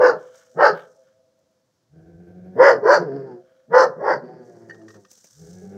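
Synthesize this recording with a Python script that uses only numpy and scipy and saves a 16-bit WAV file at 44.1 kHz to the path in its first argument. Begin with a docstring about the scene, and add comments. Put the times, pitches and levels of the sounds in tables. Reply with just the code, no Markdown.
"""A chained dog barks twice, close by, in a walled yard at night; it pants softly and something rustles.
It growls with its mouth closed, then gives two more pairs of barks, each trailing into a snarl.
The voice is pulses of air from the vocal folds, shaped by the resonances of throat and mouth.
As the dog turns its head the chain clinks, the rustle returns with dry ticks, and a last growl rises.
Throughout, the walls reverberate briefly and a few hollow notes linger over still air."""
import sys
import numpy as np
from scipy import signal
from scipy.fft import rfft, irfft, next_fast_len
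from scipy.io import wavfile
from scipy.ndimage import uniform_filter1d, minimum_filter1d, map_coordinates

SR = 44100
rng = np.random.default_rng(int(sys.argv[2]) if len(sys.argv) > 2 else 0)


def to_wav(sig):
    """Store sig (one row per channel, or 1-D mono) as 16-bit WAV at the path in sys.argv[1].

    Samples outside -1..1 are clipped; the rate is SR.
    """
    pcm = np.clip(np.atleast_2d(sig), -1, 1) * 32767
    pcm = np.round(pcm).astype(np.int16)
    wavfile.write(sys.argv[1], SR, pcm.T)  # frames by channels


N = 254456
TIME = np.arange(N) / SR

# The hoarse body of a bark. Each row: frequency in Hz, relative level in dB.
HOARSE_SPECTRUM = [(120, -44.5), (250, -28), (340, -2.5), (450, 3.5), (620, 2.5), (760, -9.5), (1100, -33),
                   (2000, -65.5)]
# The barks. Each row: time of full voice, attack, hold and release in seconds; top pitch in Hz; delay of
# that top, half width of the pitch arch and delay of the widest jaw in seconds; levels of fundamental,
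# body, throat, mouth and hiss in dB; hiss treble and whistle in dB relative to the hiss; chest level
# in dB; roughness from 0 to 1; frequency factors of the throat and of the mouth.
BARK_EVENTS = [ (0.018, 0.044, 0.049, .115, 507.3, 0.026, .085, 0.058, -10.5, -19, -17, -17.5, -38.5, -3, -2.5, -45.5, 0.5, 1.032, 0.89),
               (0.612, 0.041, 0.042, .11, 592.4, .02, .042, 0.058, -14.5, -19, -14.5, -12, -33.5, 4, -11, -40.5, 0.82, 1.014, 0.92),
               (2.619, .05, 0.071, .1, 554.8, .042, 0.068, .06, -7.5, -15, -15, -13.5, -31, -0.5, -12, -38.5, 0.96, 1.072, 1),
               (2.882, .066, 0.055, .092, 593, .055, .058, .06, -10, -19, -16.5, -15.5, -30.5, -2.5, -5, -42, 0.9, 1.03, 0.94),
               (3.747, .036, 0.074, .088, 519.5, .055, .085, .054, -9, -22.5, -16.5, -16.5, -34, 3.5, -16, -42, 0.97, 1.015, 0.96),
               (4.081, 0.099, 0.024, 0.094, 515.8, .03, .04, 0.054, -26, -21.5, -21, -21.5, -42.5, -1.5, 2.5, -42, 0.81, 1.053, 0.98),
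               ]
def barks():
    """Source and filter: the folds sound an arching pitch; effort and jaw opening weight each layer."""
    out = np.zeros(N)
    slack_hz, jaw_swing_s, hiss_lag_s, tone_fade_db_per_s = 417.9, .06, .0097, 34
    # for fundamental, body, throat, mouth and hiss: dB per dB of effort, and dB lost with the jaw shut
    slopes, losses_db = (1, .65, 1.2, 1, .95), (.5, .58, 1.7, 13, 16)
    for start, attack, hold, release, top_hz, crest, arch, widest, *voice in BARK_EVENTS:
        *peaks_db, treble_db, whistle_db, _, rough, throat_shift, mouth_shift = voice
        at, t, effort_db = swell(start, attack, hold, release)
        pitch = slack_hz + (top_hz - slack_hz) * np.exp(-np.abs((t - crest) / arch) ** 2.8)
        jaw_t = t - widest
        shut = 1 - .5 ** ((jaw_t / jaw_swing_s) ** 2)
        tone_db, body_db, throat_db, mouth_db, hiss_db = (
            db + slope * effort_db - loss * shut for db, slope, loss in zip(peaks_db, slopes, losses_db))
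        tone_db -= tone_fade_db_per_s * np.maximum(t, 0)  # the clean tone gives way to hoarseness
        hiss_db = np.interp(t - hiss_lag_s, t, hiss_db)
        turns = cycles(pitch, jitter=.02, rate=240)
        out[at] += amp(tone_db) * fundamental(turns, flutter_db=3, rate=110)
        breath = folds(turns, rough=1, scatter_db=-.5, limp=0)
        out[at] += amp(body_db) * coloured(breath, HOARSE_SPECTRUM)
        out[at] += vocal_tract(turns, pitch, jaw_t, rough, (throat_shift, mouth_shift), (throat_db, mouth_db))
        out[at] += amp(hiss_db) * teeth_hiss(turns, jaw_t, throat_shift, hiss_db, treble_db, whistle_db)
    return out


# Resonances of throat and mouth in a bark. Each row: frequency in Hz, relative level in dB.
THROAT_FORMANTS = [(200, -49.5), (400, -15), (630, -8), (850, 5), (1040, -3.5), (1180, -15), (1500, -26.5),
                   (3000, -75.5)]
MOUTH_FORMANTS = [(600, -48.5), (1100, -12.5), (1270, -6.5), (1400, 3), (1700, 1), (1950, -1.5),
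                  (2120, -17), (2360, -24.5), (2650, -35), (3050, -29), (3700, -40.5), (6000, -72)]
def vocal_tract(turns, pitch, jaw_t, rough, shifts, levels_db):
    """Formant filtering: throat and mouth shape clean overtones and air chopped by flapping tissue."""
    chopped = folds(turns, rough=.82, scatter_db=5.5, limp=.87) * amp(.69 * wobble(len(turns), 170))
    source = smeared(chopped, t60=.11, direct=.6)
    out = 0
    for formants, shift, db in zip((THROAT_FORMANTS, MOUTH_FORMANTS), shifts, levels_db):
        cavity = np.multiply(formants, [shift, 1])
        clear = overtones(turns, pitch, range(2, 5), cavity, flutter_db=7, rate=130)
        torn = sinking(source, cavity, jaw_t)
        out += amp(db) * (np.sqrt(rough) * torn + np.sqrt(1 - rough) * clear)
    return out


# Air rushing past the teeth. Each row: frequency in Hz, relative level in dB.
TEETH_SPECTRUM = [(2800, -45.5), (3750, -20.5), (4250, -0.5), (4800, 1), (5350, -5.5), (6000, -10.5),
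                  (7400, -23.5), (9000, -38), (10500, -47.5), (15500, -45.5)]
def teeth_hiss(turns, jaw_t, shift, flow_db, treble_db, whistle_db):
    """Turbulence at the teeth: a hiss, brightest at the strongest flow, and an airy falling whistle."""
    n = len(turns)
    whistle_hz, sag_hz_per_s = 4880, 6000
    air = smeared(folds(turns, rough=.87, scatter_db=4.5, limp=.26), t60=.02, direct=.13)
    hiss = unit(coloured(air, np.multiply(TEETH_SPECTRUM, [shift, 1])) * amp(1.3 * wobble(n, 150)))
    dull = signal.sosfiltfilt(signal.butter(3, 6300, fs=SR, output="sos"), hiss)
    treble = amp(treble_db + .56 * (flow_db - flow_db.max())) * (hiss - dull)
    whistle = np.sin(2 * np.pi * cycles(whistle_hz - sag_hz_per_s * jaw_t, jitter=.042, rate=700))
    return dull + treble + amp(whistle_db) * unit(whistle * wobble(n, 300))


# The resonance of the chest. Each row: frequency in Hz, relative level in dB.
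CHEST_SPECTRUM = [(30, -47.5), (75, -38.5), (110, -11.5), (160, -3.5), (230, -1), (330, -17), (700, -66)]
def chest():
    """Forced vibration: the chest shudders as each bark starts and ends, less under the full voice."""
    out = np.zeros(N)
    pitch_hz, edge_s, depth_db = 139.9, .04, 9.5
    for start, attack, hold, release, *_, db, _, _, _ in BARK_EVENTS:
        length = attack + hold + .88 * release
        at, t, edge_db = swell(start - attack, edge_s, length, edge_s)
        dip_db = depth_db * np.sin(np.pi * np.clip(t / length, 0, 1)) ** 2
        turns = cycles(np.full(len(at), pitch_hz), jitter=.14, rate=37)
        pulses = folds(turns, rough=.1, scatter_db=5, limp=.15)
        out[at] += amp(db + edge_db - dip_db) * coloured(pulses, CHEST_SPECTRUM)
    return out


# A snarl's clear overtones and its torn buzz. Each row: frequency in Hz, relative level in dB.
SNARL_HARMONICS = [(150, 25.5), (240, 2.5), (320, 3), (410, 4), (500, -3), (590, -11), (720, -1),
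                   (820, -20), (930, -14), (1200, -38)]
SNARL_FORMANTS = [(90, -44.5), (160, 10.5), (250, -7.5), (420, 12), (590, -7), (720, -9), (930, -14),
                  (1250, -18), (1600, -14), (2150, -31), (2700, -37), (3800, -46.5), (4600, -29.5),
                  (5250, -30.5), (6000, -45), (9000, -59.5)]
# Open-mouth growls, one list each. Each row: time in seconds, pitch in Hz, relative levels of chest
# and throat in dB.
SNARL_PATHS = [
    [(3.02, 174.8, -47.5, -26.5), (3.048, 164.8, -36, -32), (3.09, 133.3, -42, -35),
     (3.168, 139.9, -44, -33.5), (3.244, 131.7, -44, -37.5), (3.302, 126.1, -56, -39),
     (3.35, 118.2, -51, -42), (3.385, 121.5, -66, -51.5)],
    [(4.2, 123.7, -70, -53), (4.24, 122.6, -73, -39.5), (4.38, 127.0, -59, -42.5),
     (4.46, 119.1, -59, -46.5), (4.796, 109.6, -57, -48.5), (4.928, 109.4, -61, -53.5),
     (4.96, 107, -52, -45.5), (5.03, 96.4, -79, -60)],
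]
def snarls():
    """Irregular fold vibration: the voice sinks into a wavering growl, clear overtones over a buzz."""
    out = np.zeros(N)
    edge_s = .057
    for path in SNARL_PATHS:
        times, *columns = np.transpose(path)
        at, _, edge_db = swell(times[0], edge_s, times[-1] - times[0], edge_s)
        pitch, chest_db, throat_db = (np.interp(TIME[at], times, column) for column in columns)
        turns = cycles(pitch, jitter=.018, rate=140)
        hum = fundamental(turns, flutter_db=3.3, rate=31)
        clear = overtones(turns, pitch, range(2, 10), SNARL_HARMONICS, flutter_db=7, rate=18)
        buzz = folds(turns, rough=.45, scatter_db=4, limp=.3)
        torn = coloured(smeared(buzz, t60=.075, direct=.5), SNARL_FORMANTS)
        throat = .78 * clear + .62 * torn
        out[at] += amp(edge_db) * (amp(chest_db + .5) * hum + amp(throat_db + 3.24) * throat)
    return out


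# The throat behind a closed mouth. Each row: frequency in Hz, relative level in dB.
RUMBLE_FORMANTS = [(60, -52.5), (110, -3), (160, 1.5), (250, -7), (360, 1), (490, -2.5), (580, -13.5),
                   (760, -9.5), (1050, -40), (1550, -17), (1850, -31), (2200, -34), (2800, -42.5),
                   (8000, -53.5)]
# Closed-mouth growls. Each row: start and length in seconds, pitch in Hz, rise in Hz per second,
# starting levels of chest, lower octave and throat in dB, growth of effort in dB per second.
RUMBLE_EVENTS = [(1.975, .58, 160.8, 48, -48.5, -56, -54, 6),
                 (5.425, .345, 165.3, 104.8, -44.5, -56.5, -51.5, 13.5)]
def rumbles():
    """Period doubling: the folds limp, adding a rough octave below a hum that rises and swells."""
    out = np.zeros(N)
    scoop_hz, scoop_s = 11, .05  # the growl slides up into its pitch
    for start, length, hz, rise, chest_db, octave_db, throat_db, growth in RUMBLE_EVENTS:
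        at, t, edge_db = swell(start, attack=.11, hold=length, release=.064)
        n = len(at)
        pitch = hz + rise * t - scoop_hz * np.clip(-t / scoop_s, 0, 2) ** 2
        turns = cycles(pitch, jitter=.025, rate=140)
        hum = fundamental(turns, flutter_db=2.6, rate=55)
        octave = unit(np.sin(np.pi * turns + 1.2 * wobble(n, 40)) * amp(2.8 * wobble(n, 40)))
        buzz = smeared(folds(turns, rough=.2, scatter_db=4.5, limp=.5), t60=.2, direct=.5)
        effort_db = edge_db + growth * t
        out[at] += amp(effort_db) * (amp(chest_db) * hum + amp(octave_db) * octave)
        out[at] += amp(throat_db + 1.8 * effort_db) * coloured(buzz, RUMBLE_FORMANTS)
    return out


def cycles(pitch, jitter, rate):
    """Phase is the integral of frequency: the running count of cycles at an unsteady pitch."""
    return np.cumsum(pitch * (1 + jitter * wobble(len(pitch), rate))) / SR


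def folds(turns, rough, scatter_db, limp):
    """Glottal source: a pulse and a puff of air each cycle; limp weakens every second pulse."""
    n = len(turns)
    closings = np.interp(np.arange(np.ceil(turns[0]), turns[-1]), turns, np.arange(n))
    sizes = amp(scatter_db * rng.uniform(-1.5, 1.5, 2048)[:len(closings)])
    sizes *= 1 + limp * (-1) ** np.arange(len(closings))
    taps = closings.astype(int)[:, None] + np.arange(-8, 9)
    shape = np.sinc(taps - closings[:, None]) * np.hanning(17)  # band-limited pulses
    pulses = np.bincount(np.clip(taps, 0, n - 1).ravel(), (sizes[:, None] * shape).ravel(), n)
    air = rng.standard_normal(N)[:n] * (1 + np.cos(2 * np.pi * turns)) ** 2
    return np.sqrt(1 - rough) * unit(pulses - pulses.mean()) + np.sqrt(rough) * unit(air)


def fundamental(turns, flutter_db, rate):
    """Amplitude modulation: the first harmonic flutters in level; rms 1."""
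    return unit(np.sin(2 * np.pi * turns) * amp(flutter_db * wobble(len(turns), rate)))


def overtones(turns, pitch, orders, spectrum, flutter_db, rate):
    """Harmonic series: multiples of the pitch, each fluttering on its own; rms 1."""
    out = 0
    for k in orders:
        level_db = along(spectrum, k * pitch) + flutter_db * wobble(len(turns), rate)
        out += amp(level_db) * np.sin(2 * np.pi * (k * turns + rng.random()))
    return unit(out)


def sinking(x, cavity, t, shift=.026, glide_s=.097):
    """Formant shift: a cavity's resonances cross-fade from high to low as t passes zero."""
    late = np.clip(.5 + t / glide_s, 0, 1)
    high, low = (coloured(x, np.multiply(cavity, [1 + way * shift, 1])) for way in (1, -1))
    return unit((1 - late) * high + late * low)


# Link scraping on link. Each row: frequency in Hz, relative level in dB.
SCRAPE_SPECTRUM = [(100, -30.5), (600, -6), (1300, 20.5), (2000, -10), (2600, 4), (4500, 2), (6200, 7.5),
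                   (9000, -18.5), (15500, -19)]
# Chain contacts. Each row: start in seconds, relative levels of scratch and ring in dB.
CHAIN_CONTACTS = [(4.6962, -37.5, -32.5), (4.7074, -45, -31.5), (4.7433, -38.5, -50), (4.814, -46, -57),
                  (4.8812, -34, -41.5), (4.9025, -35.5, -48), (4.942, -38.5, -49), (4.9582, -41, -71),
                  (5.0479, -38, -52.5)]
def chain():
    """Impact excitation: each contact makes a short scratch and sets a link ringing."""
    out, t = np.zeros(N + SR), np.arange(SR // 4) / SR
    onset = 1 - np.exp(-t / .003)
    for start, scratch_db, ring_db in CHAIN_CONTACTS:
        scratch = amp(scratch_db - 8) * burst(t, SCRAPE_SPECTRUM, t60=.04)
        ring = amp(ring_db + 8) * link_ring(t)
        out[round(start * SR):][:len(t)] += (scratch + ring) * onset
    return out[:N]


# Modes of a link. Each row: frequency in Hz, relative level in dB, time to fall 60 dB in seconds.
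LINK_MODES = [(1563, -8, 0.038), (1794, 1, 0.045), (1850, -17.5, 0.23), (2937, -28, 0.074),
              (4520, -21, 0.06), (6400, -35, 0.034)]
def link_ring(t):
    """Free vibration: damped modes, their tuning and strengths varying from link to link; peak 1."""
    tuning = 1 + .02 * rng.standard_normal()
    ring = sum(amp(db + rng.normal(0, 2.95) - 60 * t / t60) * np.sin(2 * np.pi * hz * tuning * t)
               for hz, db, t60 in LINK_MODES)
    return ring / np.abs(ring).max()


# A bright tick and a dull knock. Each row: frequency in Hz, relative level in dB.
TICK_SPECTRUM = [(800, -15.5), (2500, -19), (4500, -6), (6200, 9), (9000, -8), (12000, -11), (15500, -8)]
KNOCK_SPECTRUM = [(40, -27), (130, 4), (600, 5.5), (1200, -19), (2500, -5), (6000, -31.5)]
# Ticks in the rustle. Each row: start in seconds, relative levels of tick and knock in dB.
TICK_EVENTS = [(1.39, -55, -89), (1.51, -59.5, -86.5), (5.1143, -29, -66), (5.1315, -34, -76),
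               (5.1756, -38, -69), (5.243, -31.5, -60.5)]
def ticks():
    """Damped transients: dry, bright ticks, each over a faint dull knock."""
    out, t = np.zeros(N + SR), np.arange(SR // 4) / SR
    for start, tick_db, knock_db in TICK_EVENTS:
        tick = amp(tick_db - 15) * burst(t, TICK_SPECTRUM, t60=.045)
        knock = amp(knock_db + 9) * burst(t, KNOCK_SPECTRUM, t60=.063)
        out[round(start * SR):][:len(t)] += tick + knock
    return out[:N]


# Dull puffs of air. Each row: frequency in Hz, relative level in dB.
PANT_SPECTRUM = [(300, -29), (700, -5.5), (1000, -6), (1450, 2.5), (1750, 0), (1950, -11.5), (2200, -8.5),
                 (2600, -17), (3100, -7), (3700, -13.5), (6000, -33)]
# The puffs. Each row: time of full strength, attack, hold and release in seconds, relative level in dB.
PANT_STROKES = [(.2, 0.13, 0.11, .2, -73.5), (.35, .06, 0.025, 0.27, -71), (.76, .06, 0.017, 0.11, -58),
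                (1.06, .12, 0.037, 0.082, -81.5), (3.44, .1, 0.11, 0.23, -82)]
def panting():
    """Turbulent airflow: soft, dull puffs of air, like the dog panting between barks."""
    return amp(10) * noise_strokes(PANT_STROKES, PANT_SPECTRUM, grain_db=3.5)


# Bright rubbing. Each row: frequency in Hz, relative level in dB.
RUSTLE_SPECTRUM = [(800, -22), (1600, -10), (2400, -26.5), (3100, -17), (4600, -9.5), (5900, 1.5),
                   (7500, -6.5), (9000, -12), (10500, -25.5), (12200, -18), (15500, -22.5)]
# Its strokes. Each row: time of full strength, attack, hold and release in seconds, level in dB.
RUSTLE_STROKES = [(.22, 0.089, 0.33, 0.18, -68), (.36, .05, 0.025, .12, -60.5), (.8, .1, 0.12, 0.31, -70),
                  (4.46, .08, 0.99, .2, -70.5), (4.89, .02, .02, .14, -63.5), (5.11, .05, 0.4, 0.45, -58.5)]
def rustle():
    """Sliding friction: a soft, bright rubbing comes and goes."""
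    return noise_strokes(RUSTLE_STROKES, RUSTLE_SPECTRUM, grain_db=3)


def noise_strokes(strokes, spectrum, grain_db):
    """Modulated noise: fast random changes of level make each stroke grainy."""
    out = np.zeros(N)
    for *shape, db in strokes:
        at, _, edge_db = swell(*shape)
        grains = rng.standard_normal(N)[:len(at)] * amp(grain_db * wobble(len(at), 240))
        out[at] += amp(db + edge_db) * coloured(grains, spectrum)
    return out


def smeared(x, t60, direct):
    """Scattering: ground and near walls blur the pulses into one another."""
    t = np.arange(SR // 6) / SR
    scatter = rng.standard_normal(len(t)) * amp(-60 * t / t60)
    scatter /= np.linalg.norm(scatter)
    scatter[0] += direct
    return unit(signal.fftconvolve(x, scatter)[:len(x)])


# The yard's diffuse decay. Each row: frequency in Hz, reverberation time in seconds.
YARD_DECAY = [(100, .7), (500, 0.39), (1500, 0.36), (3000, 0.19), (6000, 0.25), (12000, 0.22)]
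# Its hollow notes. Each row: frequency in Hz, time to fall 60 dB in seconds, relative gain in dB.
YARD_MODES = [(206, 3.5, -17.5), (527, 2.5, -20.5), (531, 0.88, -16.5), (514.8, 2.4, -21), (571, 0.35, -13),
              (643, 3.1, -21), (650, 2.5, -21)]
def yard(x, wet_db, hollow_db):
    """Reverberation: the walls answer with a diffuse tail and a few slowly dying resonances."""
    hz, t, noise = signal.stft(rng.standard_normal(SR), SR, nperseg=256)
    tail = signal.istft(noise * amp(-60 * t / along(YARD_DECAY, hz)[:, None]), SR, nperseg=256)[1]
    tail[:round(.008 * SR)] = 0  # the gap before the first reflection
    echo = signal.fftconvolve(x, tail / np.linalg.norm(tail))[:N]
    notes = np.zeros(N)
    for mode_hz, t60, db in YARD_MODES:
        drift = 1.5 * wobble(N, 30)  # each note is a cluster, so its phase wanders
        resonant_gain = t60 * SR / (2 * np.log(1000))
        notes += amp(db - 60 * TIME / t60) * np.sin(2 * np.pi * mode_hz * TIME + drift) / resonant_gain
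    return amp(wet_db) * echo + amp(hollow_db) * signal.fftconvolve(x, notes)[:N]


# Still night air. Each row: frequency in Hz, relative level in dB.
NIGHT_SPECTRUM = [(25, -13), (60, -7.5), (110, 1.5), (250, -2.5), (550, -9), (900, -12), (1500, -14.5),
                  (2500, -22.5), (6000, -15.5), (9000, -28), (15500, -33)]
def night_air(db):
    """Stationary noise: a faint, low hush."""
    return amp(db) * coloured(rng.standard_normal(N), NIGHT_SPECTRUM)


def amp(db):
    """Decibels to gain."""
    return 10 ** (np.asarray(db) / 20)


def unit(x):
    """Scale to rms 1."""
    return x / np.sqrt(np.mean(x ** 2) + 1e-20)


def along(points, hz):
    """Interpolate (Hz, value) points on a log frequency axis."""
    freqs, values = np.transpose(points)
    return np.interp(np.log(hz + 1), np.log(freqs), values)


def wobble(n, rate):
    """Random modulation: a smooth curve with rate knots a second."""
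    return map_coordinates(rng.standard_normal(8192), [np.arange(n) * rate / SR + 2], mode="wrap")


def coloured(x, spectrum, size=4096):
    """Minimum-phase filtering of x by the given spectrum; rms 1."""
    cepstrum = irfft(np.log(amp(along(spectrum, np.fft.rfftfreq(size, 1 / SR)))))
    causal = np.r_[1, np.full(size // 2 - 1, 2), np.zeros(size // 2)]
    response = irfft(np.exp(rfft(cepstrum * causal)))
    return unit(signal.fftconvolve(x, response)[:len(x)])


def burst(t, spectrum, t60):
    """Exponential decay: coloured noise falls 60 dB in t60 seconds."""
    return coloured(rng.standard_normal(len(t)), spectrum) * amp(-60 * t / t60)


def swell(start, attack, hold, release, depth_db=27.5, curve=1.54):
    """Envelope of one event: its samples, their time from reaching full strength, and its level in dB."""
    at = np.flatnonzero((TIME > start - 2 * attack) & (TIME < start + hold + 2 * release))
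    t = TIME[at] - start
    away = np.maximum(-t / attack, 0) + np.maximum((t - hold) / release, 0)
    return at, t, -depth_db * away ** curve


def scene():
    """Superposition: the direct sound of dog and chain, the yard's answer and the night air."""
    near = barks() + chest() + rumbles() + snarls() + chain() + rustle() + panting() + ticks()
    air = night_air(db=-72)
    return (near + yard(near, wet_db=-19.5, hollow_db=6.5) + air)[None]


def record(dry):
    """Band and peak limiting: deep bass is shed, a smooth gain holds peaks down, the top treble is cut."""
    low_cut_hz, top_hz = 75, 15750
    thinned = signal.sosfilt(signal.butter(4, low_cut_hz, "highpass", fs=SR, output="sos"), dry)
    needed = 1 / np.maximum(np.abs(thinned), 1)
    held = minimum_filter1d(needed, size=257)
    gain = uniform_filter1d(uniform_filter1d(held, size=129), size=129)
    size = next_fast_len(N + 8192)
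    passband = np.fft.rfftfreq(size, 1 / SR) < top_hz
    return irfft(rfft(thinned * gain, size) * passband, size)[:, :N]


dry = scene()
out = record(dry)
to_wav(out)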